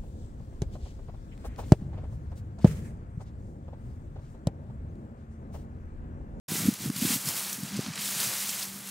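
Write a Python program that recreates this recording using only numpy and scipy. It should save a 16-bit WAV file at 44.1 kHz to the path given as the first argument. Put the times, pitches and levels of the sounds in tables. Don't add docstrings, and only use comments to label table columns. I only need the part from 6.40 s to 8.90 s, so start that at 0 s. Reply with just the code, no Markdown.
import sys
import numpy as np
from scipy import signal
from scipy.fft import rfft, irfft
from scipy.io import wavfile

SR = 44100
rng = np.random.default_rng(int(sys.argv[2]) if len(sys.argv) > 2 else 0)


def persist_wave(psi):
    counts = np.round(np.clip(psi, -1, 1) * 32767).astype(np.int16)
    wavfile.write(sys.argv[1], SR, np.atleast_2d(counts).T)


N = 110250


def amp(db):
    return 10 ** (np.asarray(db) / 20)


def unit(x):
    return x / np.sqrt(np.mean(x ** 2) + 1e-20)


def in_time(rows):
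    seconds, *columns = np.transpose(rows)
    return [np.interp(np.arange(N) / SR, seconds, column) for column in columns]


def at_hz(points, hz):
    table_hz, table_db = np.array(points).T
    return np.interp(np.log(hz), np.log(table_hz), table_db)


def drift(rate_hz):
    step = 20
    r = np.exp(-2 * np.pi * rate_hz * step / SR)
    noise = rng.standard_normal(N // step + 2002)
    slow = signal.lfilter([1], [1, -2 * r, r * r], noise)[2000:]
    return np.interp(np.arange(N) / step, np.arange(len(slow)), unit(slow))


def band(x, low_hz, high_hz):
    edges_hz = [low_hz, min(high_hz, .45 * SR)]
    return signal.sosfilt(signal.butter(2, edges_hz, "band", fs=SR, output="sos"), x)


def resonance(x, hz, width_hz):
    r = np.exp(-np.pi * width_hz / SR)
    feed = np.array([1, 0, -1]) * (1 - r * r) / 2
    ring = [1, -2 * r * np.cos(2 * np.pi * hz / SR), r * r]
    return signal.lfilter(feed, ring, x + 1e-18)


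# time in seconds, pitch in Hz, average (rms) level in dB.
DRONE = [(0.1, 200.4, -49.5), (1.0, 193.2, -51.5), (1.6, 200.5, -51.5), (2.2, 197.7, -52.5),
         (2.5, 193.5, -47.5)]
HUM_WANDER_HZ, HUM_WAVER_DB = 3, 2.5


def hum():
    hz, level_db = in_time(DRONE)
    hz = hz + HUM_WANDER_HZ * drift(7.4)
    angle = 2 * np.pi * np.cumsum(hz) / SR
    level_db = level_db + HUM_WAVER_DB * drift(10)
    return np.sqrt(2) * amp(level_db) * np.sin(angle)


# time in seconds, level in dB of the part between 60 and 150 Hz.
GUST_LEVEL = [(0.09, -53), (0.12, -42), (0.16, -48), (0.28, -33), (0.36, -60), (0.48, -33.5), (0.54, -58.5),
              (0.66, -33.5), (0.7, -45.5), (0.77, -45), (0.82, -61), (0.88, -42.5), (0.98, -61),
              (1.24, -47.5), (1.3, -53), (1.395, -42), (1.42, -52), (1.49, -50.5), (1.67, -54.5),
              (1.88, -51.5), (1.95, -57.5), (2.25, -56.5), (2.5, -56)]
# frequency in Hz, level in dB per Hz.
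WIND_COLOUR = [(20, 11), (60, -13), (100, -3.5), (160, -1), (250, -6), (400, -15.5), (700, -39.5)]
WIND_LUMPY_DB = 1.5


def wind_rumble():
    level_db, = in_time(GUST_LEVEL)
    hz = np.fft.rfftfreq(N, 1 / SR) + 1
    colour = amp(at_hz(WIND_COLOUR, hz)) * (hz < WIND_COLOUR[-1][0])
    rumble = unit(irfft(rfft(rng.standard_normal(N)) * colour, N))
    low_level = np.mean(band(rumble, 60, 150) ** 2) ** .5
    return rumble / low_level * amp(level_db + WIND_LUMPY_DB * drift(38))


# centre in seconds, peak level in dB, pitch in Hz, length in ms between the half-height points.
WIND_PUFFS = [(0.12, -20, 202, 2.7), (0.137, -33, 174, 22), (0.155, -24, 280, 2.9), (0.204, -29, 207, 5.6),
              (0.246, -32, 168, 21), (0.257, -19, 227, 5), (0.278, -21.5, 197, 13),
              (0.288, -10.5, 240, 8.2), (0.326, -35, 180, 9.4), (0.406, -32, 195, 4.3),
              (0.436, -37, 169, 13), (0.46, -23, 243, 5.7), (0.48, -24, 170, 9.7), (0.5018, -17, 224, 5.6),
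              (0.564, -30.5, 182, 5.9), (0.588, -31, 199, 4.8), (0.626, -19, 224, 8.8),
              (0.652, -16, 224, 3.8), (0.707, -22, 222, 8), (0.733, -28.5, 207, 8.5),
              (0.762, -22, 206, 5.5), (0.876, -28.5, 153, 11.6), (0.899, -48, 212, 2.6),
              (1.188, -31, 188, 7.7), (1.234, -24, 177, 5.5), (1.249, -31, 200, 9.7),
              (1.353, -29.5, 200, 38.6), (1.376, -28, 195, 7.1), (1.3934, -27.5, 139, 16),
              (1.3929, -20, 297, 2.2), (1.468, -33, 225, 6.6), (1.487, -28, 199.7, 8),
              (1.505, -30, 142, 9.9), (1.587, -36.5, 163, 11), (1.766, -35.5, 166, 7.7),
              (1.872, -38.5, 143, 18)]


def wind_puffs():
    out, t = np.zeros(N), np.arange(N) / SR
    for centre_s, peak_db, pitch_hz, length_ms in WIND_PUFFS:
        half_lengths = 2000 * (t - centre_s) / length_ms
        bell = 2 ** -(half_lengths ** 2)
        out = out + amp(peak_db) * bell * np.cos(2 * np.pi * pitch_hz * (t - centre_s))
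    return out


# start in seconds, peak level in dB, centre pitch in Hz, fading time in ms (to about a third),
# reach to either side of the pitch in octaves.
LEAF_CRACKS = [(.339, -25, 6950, 3.9, 1.24), (0.5008, -23.5, 2800, 2.6, 2.1), (.563, -22, 5500, 5.8, 1.4),
               (0.574, -36, 4470, 5, 1.3), (0.873, -22.5, 7000, 6.4, 0.59), (0.888, -15.5, 6800, 2.4, 0.49),
               (1.129, -18.5, 8200, 3.6, 0.59), (1.233, -30, 8000, 2.5, 0.65),
               (1.365, -26.5, 3940, 3.1, 0.84), (1.371, -30, 7060, 4.5, 0.59), (1.409, -31, 7500, 2.5, .4),
               (1.454, -42, 6000, 2, 0.77), (1.463, -26, 2180, 3, 1.1), (1.535, -32, 3500, 4.1, 1),
               (1.556, -27, 4500, 5.3, 1.2), (1.576, -27, 2230, 4, 0.77), (1.802, -18, 6000, 4.4, 1.5),
               (1.83, -21.5, 5500, 21, 0.86), (1.937, -23, 6000, 3.2, 1), (2.004, -24.5, 6000, 12, 0.84),
               (2.092, -21.5, 6760, 7, 0.37), (2.226, -27, 4500, 5.2, 0.26)]


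def cracks():
    out, t = np.zeros(N + SR), np.arange(SR // 10) / SR
    noises = rng.standard_normal((len(LEAF_CRACKS), len(t)))
    for (start_s, peak_db, hz, fade_ms, octaves), noise in zip(LEAF_CRACKS, noises):
        clicks = noise * np.sqrt(np.abs(noise))
        dying = clicks * np.exp(-1000 * t / fade_ms)
        spray = band(dying, hz * 2 ** -octaves, hz * 2 ** octaves)
        first = int(start_s * SR)
        out[first:first + len(t)] += amp(peak_db) * spray / np.abs(spray).max()
    return out[:N]


CONTACTS_PER_S, CONTACT_SPREAD_DB = 9000, 1
CONTACT_CYCLES = 2.05


def contact_hits(pitch_count):
    sizes = amp(CONTACT_SPREAD_DB * np.minimum(rng.exponential(1, N), 6))
    hits = sizes * rng.choice([-1, 1], N)
    hits = hits * (rng.random(N) < CONTACTS_PER_S / SR)
    pitch = rng.random(N) ** .6 * pitch_count
    return hits, pitch


SNAPS_PER_S, SNAP_MS, SNAP_DB = 150, 2.0, 0


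def snapping():
    struck = rng.random(N) * (rng.random(N) < SNAPS_PER_S / SR)
    fade = np.exp(-1000 / (SNAP_MS * SR))
    return 1 + amp(SNAP_DB) * signal.lfilter([1], [1, -fade], struck)


# time in seconds, rustle level (rms) in dB before random clumping, low-mid level in dB
STIRRING = [(0.085, -37.5, -7.5), (0.16, -31, -12.5), (0.26, -33, -13.5), (0.3, -36.5, -13.5),
            (0.335, -39, -11.5), (0.375, -43, -9.5), (0.43, -35.5, -15.5), (0.46, -36, -11.5),
            (0.495, -44, -11), (0.515, -44.5, -12), (0.555, -39, -12), (0.58, -33.5, -17), (0.6, -35, -15),
            (0.62, -31, -15.5), (0.68, -28.5, -14), (0.72, -26.5, -12.5), (0.75, -28, -16.5),
            (0.79, -38, -12.5), (0.85, -38.5, -10.5), (0.865, -35, -14), (0.89, -30, -9),
            (0.92, -35.5, -10.5), (0.97, -32.5, -14), (1.05, -36, -11), (1.15, -36, -11.5),
            (1.18, -42.5, -10), (1.3, -39.5, -10), (1.36, -38, -9), (1.45, -37.5, -10), (1.55, -40, -8.5),
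            (1.59, -34, -12.5), (1.63, -31.5, -15), (1.76, -31.5, -15), (1.84, -28, -13), (1.88, -31, -15),
            (1.93, -32.5, -10), (2.0, -32, -15.5), (2.1, -33, -14), (2.19, -35.5, -13), (2.23, -33.5, -16),
            (2.27, -40.5, -12.5), (2.39, -45, -7), (2.5, -40, -12.5)]
# time in seconds, change of the top in dB.
TREBLE = [(0.085, 2), (.45, -1.5), (.8, 2.5), (1.2, 1), (1.36, -7.5), (1.55, -10), (1.62, -0.5), (2.5, 2)]
# frequency in Hz, level in dB per Hz.
LEAF_COLOUR = [(330, -3.5), (450, -6), (800, -3.5), (1500, -2), (3000, -2), (6000, -0.5), (9000, 0.5),
               (12000, -3), (15000, -4)]
LOW_HINGE_HZ, TOP_HINGE_HZ = 2750, 7800
CLUMP_DB, CLUMPS_PER_S = 0.5, 20
SWISH_SHARE, SWISH_PATCHY_DB = 0.69, 1.13


def leaves():
    (level_db, low_db), (top_db,) = in_time(STIRRING), in_time(TREBLE)
    edges = 330 * 2 ** np.arange(0, 5.8, 1 / 3)
    clump = drift(CLUMPS_PER_S)
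    hits, pitch = contact_hits(len(edges))
    white = rng.standard_normal((2, N))
    out = np.zeros(N)
    for k, (low, high) in enumerate(zip(edges, edges[1:])):
        hz = np.sqrt(low * high)
        nearby_hits = hits * (np.abs(pitch - k - 1) < 1)
        contacts = unit(resonance(nearby_hits, hz, hz / CONTACT_CYCLES))
        if k % 4 == 0:
            snap = snapping()
        slide = unit(band(white[k % 2] * snap, low, high))
        slide = slide * amp(SWISH_PATCHY_DB * drift(42))
        low_part = np.clip(np.log2(LOW_HINGE_HZ / hz), 0, 1)
        top_part = np.clip(np.log2(hz / TOP_HINGE_HZ) + .5, 0, 1)
        tilt_db = low_part * (low_db - low_db.mean()) + top_part * top_db
        gain = amp(at_hz(LEAF_COLOUR, hz) + tilt_db) * np.sqrt(high - low)
        out = out + gain * (np.sqrt(SWISH_SHARE) * slide + np.sqrt(1 - SWISH_SHARE) * contacts)
    return unit(out) * amp(level_db + CLUMP_DB * clump)


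def scene():
    mono = leaves() + cracks() + wind_rumble() + wind_puffs() + hum()
    return np.tile(mono, (2, 1))


START_S, FADE_IN_S = 0.08, 0.0071
MIC_LOW_CUT_HZ, CUTOFF_HZ = 100, 15750


def record(dry):
    thin = signal.sosfilt(signal.butter(3, MIC_LOW_CUT_HZ, "high", fs=SR, output="sos"), dry)
    fade_in = np.clip((np.arange(N) / SR - START_S) / FADE_IN_S, 0, 1)
    thin = thin * np.sin(np.pi / 2 * fade_in) ** 2
    return signal.sosfilt(signal.ellip(14, .5, 75, CUTOFF_HZ, fs=SR, output="sos"), thin)


dry = scene()
out = record(dry)
persist_wave(out)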